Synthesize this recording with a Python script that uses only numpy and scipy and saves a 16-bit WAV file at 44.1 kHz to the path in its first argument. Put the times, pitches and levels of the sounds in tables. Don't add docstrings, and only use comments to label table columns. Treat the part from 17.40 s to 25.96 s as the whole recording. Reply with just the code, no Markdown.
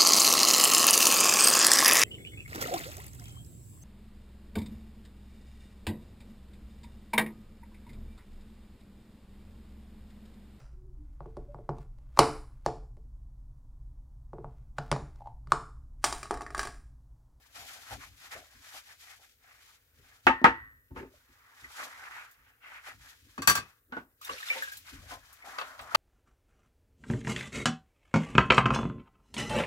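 import sys
import numpy as np
from scipy import signal
from scipy.fft import rfft, irfft, next_fast_len
from scipy.io import wavfile
from scipy.ndimage import uniform_filter1d

SR = 44100
rng = np.random.default_rng(int(sys.argv[2]) if len(sys.argv) > 2 else 0)


def wrap_up_sound(samples):
    columns = np.atleast_2d(samples).T
    tamed = np.clip(columns, -1, 1)
    steps = np.round(tamed * 32767).astype(np.int16)
    wavfile.write(sys.argv[1], SR, steps)


def gain_from_db(level_db):
    decades = np.asarray(level_db, float) / 20
    return 10 ** decades


N = 377496
STEP = 40

# (frequency [Hz], level [dB per Hz])
MUG_BURST = [(60, -47), (250, -29.5), (600, -4), (1200, 1.5), (2200, -12), (2700, -6.5), (6000, -29),
             (9000, -30.5), (16000, -38.5)]


def rms_one(x):
    return x / np.sqrt(np.mean(x ** 2) + 1e-20)


def at_hz(points, hz):
    table = np.array(points)
    return np.interp(np.log(np.maximum(hz, 1)), np.log(table[:, 0]), table[:, 1])


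def over_time(points):
    return np.interp(np.arange(N) / SR, *np.transpose(points))


def every_sample(slow):
    between = np.arange(STEP) / STEP
    return (slow[:-1, None] + np.diff(slow)[:, None] * between).ravel()[:N]


def colour(x, spectrum):
    size = next_fast_len(N)
    hz = np.fft.rfftfreq(size, 1 / SR)
    inside = (hz > spectrum[0][0]) & (hz < spectrum[-1][0])
    return irfft(rfft(x, size) * gain_from_db(at_hz(spectrum, hz)) * inside, size)[:, :N]


def drift(rate_hz):
    r = np.exp(-2 * STEP * np.pi * rate_hz / SR)
    white = rng.standard_normal(N // STEP + 2002)
    return rms_one(signal.lfilter([1], [1, -2 * r, r * r], white)[2000:])


def ring(force, hz, t60):
    r = gain_from_db(-60 / (t60 * SR))
    w = 2 * np.pi * hz / SR
    return signal.lfilter([0, np.sin(w)], [1, -2 * r * np.cos(w), r * r], force + 1e-18)


def grains(per_s, uneven_db, clump_db):
    sizes = gain_from_db(uneven_db * np.minimum(rng.exponential(1, (2, N)), 5))
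    sizes = sizes * np.sign(rng.random((2, N)) - .5)
    chance = per_s * every_sample(gain_from_db(clump_db * drift(25))) / SR
    return sizes * (rng.random((2, N)) < chance)


def pockets(clicks, low_hz, high_hz, cycles, centre_hz, octaves, wander_db, count):
    dealt = rng.integers(0, count, N)
    sizes = np.geomspace(low_hz, high_hz, count)
    gains = []
    for hz in sizes:
        off_centre = np.log2(hz / centre_hz) / octaves
        gains.append(gain_from_db(wander_db * drift(9.0) - 5.1 * off_centre ** 2) + 0.027)
    gains = np.array(gains)
    gains /= np.sqrt(np.sum(gains ** 2, axis=0))
    out = 0
    for k, hz in enumerate(sizes):
        out = out + every_sample(gains[k]) * rms_one(ring(clicks * (dealt == k), hz, cycles / hz))
    return signal.sosfilt(signal.butter(2, 1.076 * low_hz, "high", fs=SR, output="sos"), out)


def gestures(s, rise_s, fall_s, db):
    t = np.arange(N // STEP + 2) * STEP / SR - s[:, None]
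    swell = np.maximum(-t, 0) / np.abs(rise_s)[:, None]
    fade = np.maximum(t, 0) / np.abs(fall_s)[:, None]
    return gain_from_db(2 * (db[:, None] - 10 * swell ** 1.7 - 10 * fade ** 1.19)) + 1e-17


def kitchen_floor():
    # (frequency [Hz], level [dB per Hz])
    floor_colour = [(15, -54), (25, -17.5), (76, -6), (180, -21), (270, -12), (350, -14.5), (480, -8.5),
                    (936, -30.5), (1560, -9.5), (2910, -35), (4740, -29.5), (16000, -11)]
    return gain_from_db(-73) * rms_one(colour(rng.standard_normal((2, N)), floor_colour))


def foam_fizz():
    # (frequency [Hz], level [dB per Hz])
    fizz_colour = [(1470, -14), (2500, -4), (2790, -9), (3040, -4.5), (7300, -9), (8080, -13),
                   (11800, -11.5), (15200, -22.5), (16000, -18.5)]
    flicker = every_sample(gain_from_db(1.2 * drift(30)))
    return flicker * rms_one(colour(grains(per_s=9000, uneven_db=0.0, clump_db=3.0), fizz_colour))


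def sponge_squelch():
    # (time [s], frequency [Hz])
    favoured = [(0, 1630), (.7, 1630), (2.0, 1764), (4.3, 1465), (5.3, 1840), (5.8, 1700), (6.9, 1400),
                (7.1, 2130), (7.5, 1740), (8.099, 1390), (8.56, 1190)]
    centre_hz = np.interp(np.arange(N // STEP + 2) * STEP / SR, *np.transpose(favoured))
    clicks = grains(per_s=5000, uneven_db=-2.0, clump_db=3.0)
    return pockets(clicks, low_hz=943, high_hz=3060, cycles=22.0, centre_hz=centre_hz,
                   octaves=0.51, wander_db=3.0, count=11)


def dish_hollow(centre_hz):
    clicks = grains(per_s=1800, uneven_db=2.0, clump_db=2.5)
    return pockets(clicks, low_hz=242, high_hz=900, cycles=21.0, centre_hz=centre_hz,
                   octaves=0.24, wander_db=4.0, count=12)


def body_rumble():
    # (frequency [Hz], level [dB per Hz])
    rumble_colour = [(12, -44), (20, -7), (34, -5), (54, 3.5), (113, -1.5), (189, -23), (265, -11),
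                     (300, -19), (390, -39), (660, -120)]
    return rms_one(colour(rng.standard_normal((2, N)), rumble_colour))


def handling():
    # (time [s], rise [s], fall [s], foam level [dB], squelch above foam [dB])
    glass_strokes = [(.05, 0.089, 0.66, -66, -2), (.16, .016, 0.068, -48.5, -0.5),
                     (.215, 0.052, 0.068, -50, -2), (.29, 0.022, 0.16, -48.5, 0.5),
                     (.539, 0.11, 0.034, -48.5, 2), (.632, 0.048, 0.056, -53, 4),
                     (.754, 0.067, 0.21, -65, -5), (.85, 0.072, 0.079, -52.5, 0.5),
                     (.93, 0.031, 0.086, -48, 6), (1.155, 0.13, 0.3, -61, -2),
                     (1.27, 0.075, 0.041, -54.5, -1), (1.375, 0.1, 0.046, -48.5, 1),
                     (1.511, 0.059, 0.043, -54, 1), (1.64, 0.066, 0.087, -53.5, -7),
                     (1.715, 0.073, 0.061, -55.5, 3), (1.839, 0.036, 0.084, -59, -2.5),
                     (2.1, 0.098, 0.28, -68.5, 9), (2.341, 0.26, 0.043, -60, -5.5),
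                     (2.735, 0.22, 0.12, -64, 3), (2.86, 0.027, 0.016, -62.5, -7)]
    spoon_strokes = [(3.576, 0.02, 0.073, -61.5, 17.5), (3.76, 0.05, 0.094, -68, -4),
                     (4.2, 0.05, 0.22, -60.5, -19.5), (4.326, 0.048, 0.23, -56, -7),
                     (4.416, 0.067, 0.064, -45.5, 7.5), (4.652, 0.08, 0.32, -65.5, 14),
                     (4.814, 0.8, 0.077, -59, 12.5), (5.1, 0.098, 0.11, -79, 16),
                     (5.27, 0.058, 0.14, -68, 20), (5.349, 0.063, 0.074, -62.5, 16.5),
                     (5.484, 0.051, 0.05, -52.5, 10.5), (5.662, 0.078, 0.12, -56, 1.5),
                     (5.96, 0.16, 0.028, -62, -4.5), (6.3, 0.087, 0.06, -64.5, -2),
                     (6.58, 0.054, 0.036, -66, 20)]
    mug_strokes = [(6.815, 0.0034, 0.26, -52.5, -24), (6.91, 0.061, 0.082, -47, 3),
                   (7.086, 0.1, 0.23, -46.5, -3), (7.172, 0.15, 0.063, -46.5, 5),
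                   (7.34, 0.15, 0.061, -51.5, -11), (7.486, 0.043, 0.19, -53.5, 3),
                   (7.726, 0.073, 0.049, -52.5, 6), (7.92, 0.21, 0.13, -62, 2),
                   (8.056, 0.0089, 0.38, -54.5, 4.5), (8.18, 0.18, 0.28, -61, 17),
                   (8.51, 0.13, .1, -58.5, 11), (8.54, 0.035, .1, -57.5, 21)]
    # (frequency [Hz], level above the squelch [dB])
    glass_hollow = (800, -13)
    spoon_hollow = (910, -16)
    mug_hollow = (820, -15)
    # (time [s], fall [s], rumble level [dB], hollow level [dB], hollow frequency
    # [Hz])
    shove_list = [(.01, 0.12, -76.5, -72, 770), (.2, 0.072, -62, -59, 685), (.3, 0.19, -75, -58.5, 800),
                  (0.527, .04, -46, -46, 780), (0.577, .035, -57, -52.5, 267),
                  (.678, 0.13, -59.5, -94, 587), (.96, .05, -59, -48, 626),
                  (1.166, 0.06, -61, -68.5, 252), (1.348, 0.032, -83, -56, 900),
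                  (1.8, 0.035, -87, -64.5, 800), (2.595, 0.1, -62.5, -73.5, 440),
                  (2.879, .05, -45, -79, 400), (3.219, 0.14, -59.5, -85.5, 510),
                  (3.521, 0.03, -44.5, -52, 250), (3.585, .06, -48, -43.5, 390),
                  (3.73, .05, -69, -72.5, 570), (3.907, 0.046, -70, -76.5, 317),
                  (4.239, 0.035, -56.5, -65, 296), (4.417, 0.067, -94.5, -51, 698),
                  (4.598, 0.11, -78.5, -62.5, 830), (5.0, 0.063, -69, -88, 400),
                   (5.483, 0.035, -72, -56.5, 800), (5.56, 0.1, -57, -83, 292),
                   (5.85, 0.064, -62, -68.5, 270), (5.996, 0.035, -58, -40, 254),
                   (6.51, 0.058, -66, -63, 323), (6.58, 0.047, -71.5, -46.5, 265),
                   (6.908, 0.0365, -58, -45, 492), (7.176, 0.049, -85, -50.5, 595),
                   (7.4, 0.13, -65.5, -80, 300), (7.54, 0.051, -52, -52.5, 248),
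                   (7.61, 0.14, -53.5, -67, 610), (7.727, 0.037, -64.5, -45.5, 745),
                   (8.071, 0.067, -81, -50, 810), (8.219, 0.21, -87, -57, 700), (8.42, 0.07, -58, -54, 700),
                   (8.547, 0.016, -49, -36, 860)]
    basin_hz, basin_t60_s, basin_db = 270, .12, -6.5
    squelch_span = 0.73

    strokes = [row + glass_hollow for row in glass_strokes]
    strokes += [row + spoon_hollow for row in spoon_strokes]
    strokes += [row + mug_hollow for row in mug_strokes]
    s, rise, fall, foam_db, wet_db, dish_hz, dish_db = np.transpose(strokes)
    foam = gestures(s, rise, fall, foam_db)
    wet = gestures(s, squelch_span * rise, squelch_span * fall, foam_db + wet_db)

    at, fade, rumble_db, boom_db, boom_hz = np.transpose(shove_list)
    shoves = gestures(at, .4 * fade, fade, boom_db)
    hums = shoves * (basin_hz / boom_hz)[:, None] ** 2
    rumbles = shoves * gain_from_db(2 * (rumble_db - boom_db))[:, None]

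    booms = np.concatenate([wet * gain_from_db(2 * dish_db)[:, None], shoves])
    weight = booms ** 10
    log_hz = np.log(np.concatenate([dish_hz, boom_hz]))
    hollow_hz = np.exp(log_hz @ weight / np.sum(weight, axis=0))

    powers = foam, wet, booms, hums, rumbles
    gains = [every_sample(np.sqrt(power.sum(axis=0))) for power in powers]
    fizz_gain, squelch_gain, hollow_gain, hum_gain, rumble_gain = gains
    out = fizz_gain * foam_fizz()
    out = out + squelch_gain * sponge_squelch()
    out = out + hollow_gain * dish_hollow(hollow_hz)
    out = out + (rumble_gain + gain_from_db(-76)) * body_rumble()
    basin = rms_one(ring(rng.standard_normal((2, N)), basin_hz, basin_t60_s))
    return out + hum_gain * gain_from_db(basin_db) * basin


def dying_bands(span):
    # (frequency [Hz], t60 [s])
    basin_tail = [(60, 0.14), (250, 0.18), (1000, 0.086), (3000, 0.17), (12000, 0.13)]
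    # (frequency [Hz], level [dB], t60 [s])
    kitchen_tail = [(60.8, -7.5, 0.28), (300, -18, 0.31), (924.6, -18.5, 0.38), (2000, -25.5, 0.55),
                    (5190, -30.5, 0.12), (13880, -31, .3)]
    t = np.arange(span) / SR
    edges = 45 * 2 ** np.arange(0, 8.6, .5)
    white = rng.standard_normal((2, 2, span))
    bands = []
    for k, (low, high) in enumerate(zip(edges, edges[1:])):
        hz = np.sqrt(low * high)
        early = gain_from_db(-60 * t / at_hz(basin_tail, hz))
        late_t60 = at_hz(np.array(kitchen_tail)[:, ::2], hz)
        late = gain_from_db(at_hz(kitchen_tail, hz) - 60 * t / late_t60)
        decay = (early + late) * (1 - np.exp(-t * hz / 2))
        band = signal.butter(2, [low, high], "band", fs=SR, output="sos")
        bands.append((hz, decay, signal.sosfilt(band, white[k % 2])))
    return bands


def softness(dull_db, hz):
    return -dull_db * np.log2(max(hz, 300) / 1000)


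def knocks(hits, modes, spectrum, ring_db, burst_db, split, rattle_s, last_s):
    out = np.zeros((2, N + SR))
    span = int(last_s * SR)
    t = np.arange(span) / SR
    bands = dying_bands(span)
    cuts = [signal.butter(2, 0.76 * hz, "high", fs=SR) for hz, _, _ in modes]
    for hit, (s, db, dull_db) in enumerate(hits):
        force = rng.standard_normal((2, span)) * np.exp(-t / rattle_s)
        force /= np.sqrt(np.sum(force[0] ** 2))
        force[:, 0] += .9
        blow = np.zeros((2, span))
        for hz, decay, noise in bands:
            level = gain_from_db(burst_db + at_hz(spectrum, hz) + softness(dull_db, hz))
            blow += level * decay * np.roll(noise, 3777 * hit, axis=1)
        chance_db = rng.normal(0, 1.8, len(modes))
        for (hz, mode_db, t60), c, cut in zip(modes, chance_db, cuts):
            heard = force[:, :int((t60 + 7 * rattle_s) * SR)]
            pair = ring(heard, hz, t60) + 0.14 * ring(heard[::-1], hz * (1 + split), 1.1 * t60)
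            pair *= np.sqrt(.13 * t60 * SR / np.sum(pair ** 2, axis=1, keepdims=True))
            level = gain_from_db(ring_db + mode_db + c + softness(dull_db, hz))
            blow[:, :pair.shape[1]] += level * signal.lfilter(*cut, pair)
        start = round(s * SR)
        out[:, start:start + span] += gain_from_db(db) * blow
    return out[:, :N]


def glass_set_down():
    # (time [s], peak level [dB], dullness [dB per octave]); later small ones are hand bumps on the cups
    touch_hits = [(2.868, -4, 1), (3.016, -39.5, 16), (3.509, -56.5, 15), (3.562, -37.5, 6.5),
                  (3.628, -44.5, 10.5), (3.891, -67, 11)]
    settle_hits = [(3.043, -1.5, 2.5)]
    rim_hits = [(2.868, 5.5, 12.5), (3.043, -2, 4.5)]
    # (frequency [Hz], level [dB], t60 [s])
    sink_modes = [(262, -8, 0.1), (346, -10.5, 0.11), (543, -15, 0.11), (800, -6, .09), (894.5, 5, 0.078),
                  (1034, -9, .1), (1164, -11, .09), (1267, -6, .1), (1430, -16, .1), (1597, -10.5, .1),
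                  (1700, -13.5, 0.11), (2280, -12, .09), (2627, -6, 0.098)]
    damped_sink_modes = [(270, -11.5, 0.059), (332, -12, .09), (470, -15.5, 0.14), (810, -9, 0.12),
                         (895, 0.5, 0.092), (1031.4, -6.5, 0.074), (1180, -10, 0.14), (1259, -1, 0.083),
                         (1367, -11, .1), (1749, -5, 0.082), (1900, -6, 0.099), (2180, -13.5, .12),
                         (2300, -16, .1), (2775, -20, 0.097)]
    rim_modes = [(1823, -18, .64), (1930, -15.5, .52)]
    # (frequency [Hz], level [dB per Hz])
    thud_burst = [(24, -51), (45, -5.5), (160, -25.5), (269, -16), (600, -14.5), (896, -11.5),
                  (1040, -14.5), (1270, 5), (2570, -11), (3140, -40), (16000, -67)]
    touch = knocks(touch_hits, sink_modes, thud_burst, ring_db=-11.0, burst_db=6.0,
                   split=0.024, rattle_s=0.023, last_s=.55)
    settle = knocks(settle_hits, damped_sink_modes, thud_burst, ring_db=-12.5, burst_db=5.5,
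                    split=0.024, rattle_s=0.024, last_s=.55)
    rim = knocks(rim_hits, rim_modes, thud_burst, ring_db=-12.5, burst_db=-40.0,
                 split=0.002, rattle_s=0.006, last_s=.75)
    return touch + settle + rim


def drops():
    # (time [s], peak level [dB], pitch [Hz], t60 [s], splash level [dB])
    drop_list = [(3.738, -50, 593, 0.074, -18), (4.243, -33, 1980, 0.075, -14.5),
                 (4.912, -68.5, 1425, 0.059, 36), (6.814, -39, 1220, 0.087, 11.5),
                 (6.847, -33, 3650, 0.052, 14.5), (6.849, -39, 5700, .05, -10),
                 (6.893, -23, 1137, 0.11, -16), (6.896, -26, 2810, 0.058, -12), (6.93, -37, 4300, .07, -5),
                 (6.932, -38, 5800, .05, -10), (6.98, -33, 2300, .06, -10), (7.002, -33, 1290, 0.071, -8),
                 (7.026, -26, 1750, .08, -5), (7.075, -36, 1400, .07, -10), (7.086, -26.5, 3570, 0.045, -1),
                 (7.101, -14, 2310, 0.11, -13), (7.11, -38, 519, 0.18, -15), (7.159, -32, 522, 0.18, 4),
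                 (7.161, -33, 900, 0.17, -15), (7.222, -21.5, 1666, 0.12, 0),
                 (7.229, -35.5, 7150, 0.044, 5), (7.274, -31, 1615, 0.14, -15), (7.3, -43, 4000, 0.046, -5),
                 (7.319, -35, 1630, 0.15, 11), (7.37, -38, 4090, 0.047, 18), (7.714, -35, 1018, 0.2, -12),
                 (7.928, -52.5, 7100, 0.043, 24.5), (8.022, -40.5, 2200, 0.1, -18),
                 (8.07, -41, 846, 0.12, -12), (8.272, -48, 7500, .05, 11), (8.412, -43, 7800, 0.055, 11)]
    out = np.zeros((2, N + SR))
    t = np.arange(int(.25 * SR)) / SR
    for s, db, hz, t60, splash_db in drop_list:
        white = rng.standard_normal((2, len(t) + 1))
        flutter = 1 + 0.44 * rms_one(uniform_filter1d(white[:, 1:], size=130))
        rising = np.sin(2 * np.pi * hz * t * (1 + 0.15 * t))
        bubble = rising * gain_from_db(-60 * t / t60) * (1 - np.exp(-t / 0.00071))
        splash = (white[:, 1:] - 1.37 * white[:, :-1]) * np.exp(-t / 0.017)
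        start = round(s * SR)
        drop = bubble * flutter + gain_from_db(splash_db) * 0.1 * splash
        out[:, start:start + len(t)] += gain_from_db(db - 5.0) * drop
    return signal.lfilter(*signal.butter(2, 450, "high", fs=SR), out[:, :N] + 1e-18)


def spoon_on_knife():
    # (time [s], peak level [dB], dullness [dB per octave])
    spoon_hits = [(5.979, -22.5, 7), (6.02, -22, 2), (6.074, -3, 0.94), (6.097, -9.5, 0.6),
                  (6.153, -15, 0.9), (6.174, -18, 3.5)]
    # (frequency [Hz], level [dB], t60 [s])
    cutlery_modes = [(1157, -4, 0.14), (2552, -10.5, 0.23), (4510, -4.5, .12), (5954, -8.5, 0.15),
                     (7830, -11.5, 0.16), (9130, -10.5, .08), (10380, -11, 0.15), (10520, -13.5, .1),
                     (12370, -6, 0.07), (14050, -5.5, .06), (15640, -12, .07),
                     (1584, -1.5, 0.097), (3420, -14.5, 0.12), (3640, -15.5, .06), (5630, -9, .035),
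                   (6905, 1, .03), (7500, -1.5, 0.031), (9800, -17, .08), (11920, -17.5, 0.071),
                   (15040, -11.5, .06)]
    # (frequency [Hz], level [dB per Hz])
    clatter_burst = [(24, -42.5), (80, 3), (220, -10), (680, -10.5), (1150, 3.5), (2980, -7), (4570, -4.5),
                     (12100, -12), (13100, -21.5), (14500, -17), (16000, -22)]
    return knocks(spoon_hits, cutlery_modes, clatter_burst, ring_db=-14.0, burst_db=-3.0,
                  split=0.015, rattle_s=0.0088, last_s=.32)


def mug_lifted():
    # (time [s], peak level [dB], dullness [dB per octave])
    lift_hits = [
        (6.523, -35, 3),
        (6.568, -34.5, 5),
    ]
    # (frequency [Hz], level [dB], t60 [s])
    full_modes = [(1490, 12, .13), (2150, -4, .06), (2900, -6, .06), (258, -3, .08), (440, -8, .1),
                  (904, -4, .12), (1130, -8, .1)]
    return knocks(lift_hits, full_modes, MUG_BURST, ring_db=-9.0, burst_db=7.5,
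                  split=0.024, rattle_s=0.017, last_s=.25)


def pour():
    # (time [s], bubble level [dB])
    pour_level = [(6.8, -85.5), (6.83, -53), (6.95, -47), (7.05, -50), (7.129, -42), (7.25, -48.5),
                  (7.38, -67), (7.42, -86)]
    clicks = grains(per_s=1400, uneven_db=2.5, clump_db=3.0)
    bubbles = pockets(clicks, low_hz=1010, high_hz=7300, cycles=16.0, centre_hz=2600,
                      octaves=0.87, wander_db=5.5, count=7)
    return gain_from_db(over_time(pour_level)) * bubbles


def mug_knocked():
    # (time [s], peak level [dB], dullness [dB per octave])
    mug_hits = [(8.185, -30, -1.7), (8.213, -30, 0.5), (8.392, -38.5, -2), (8.548, -15, -2.5)]
    # (frequency [Hz], level [dB], t60 [s])
    mug_modes = [(643, -4, .07), (896, -2, 0.074), (1227, 9, 0.079), (1500, -9, 0.12), (1950, -8, 0.13),
                 (2640, 0, .07), (3070, -5.5, .05), (3914, -7, .04), (4520, -3, .04), (5980, -22.5, 0.031)]
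    return knocks(mug_hits, mug_modes, MUG_BURST, ring_db=-13.0, burst_db=9.0,
                  split=0.043, rattle_s=0.0045, last_s=0.23)


def ports(pair, pan_db):
    # (frequency [Hz], likeness [0 to 1])
    likeness = [(60, .97), (250, .93), (700, .9), (950, .82), (1350, .42), (5000, .18), (15000, .3)]
    lag_s = 0.00015
    size = next_fast_len(N + 2000)
    hz = np.fft.rfftfreq(size, 1 / SR)
    alike = np.clip(at_hz(likeness, hz), 0, 1)
    turn = np.exp(1j * np.pi * hz * lag_s)
    shared, own = rfft(pair, size) * np.sqrt([(1 + alike) / 2, (1 - alike) / 2])
    left, right = irfft([(shared + 1j * own) * turn, (shared - 1j * own) / turn], size)[:, :N]
    return np.array([left * gain_from_db(pan_db / 2), right * gain_from_db(-pan_db / 2)])


def scene():
    # (time [s], left above right [dB])
    hand_place = [(0, 3.3), (1, 2), (1.7, 2.5), (3.7, 0.9), (4.7, 0), (5.9, 2.2), (7.1, 0.4), (7.7, 3),
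                  (8.56, 1.5)]
    middle = kitchen_floor() + handling() + glass_set_down() + drops()
    middle = middle + mug_lifted() + pour() + mug_knocked()
    return ports(middle, pan_db=over_time(hand_place)) + ports(spoon_on_knife(), pan_db=2.5)


def band_limit(x):
    return signal.sosfilt(signal.butter(12, 16560, fs=SR, output="sos"), x)


def record(dry):
    heard = signal.sosfilt(signal.butter(3, 36, "high", fs=SR, output="sos"), dry)
    rounded = 1.5 * np.tanh(heard / 1.5)
    mix = signal.sosfilt(signal.cheby2(12, 60, 16650, fs=SR, output="sos"), rounded)
    return band_limit(mix)


dry = scene()
out = record(dry)
wrap_up_sound(out)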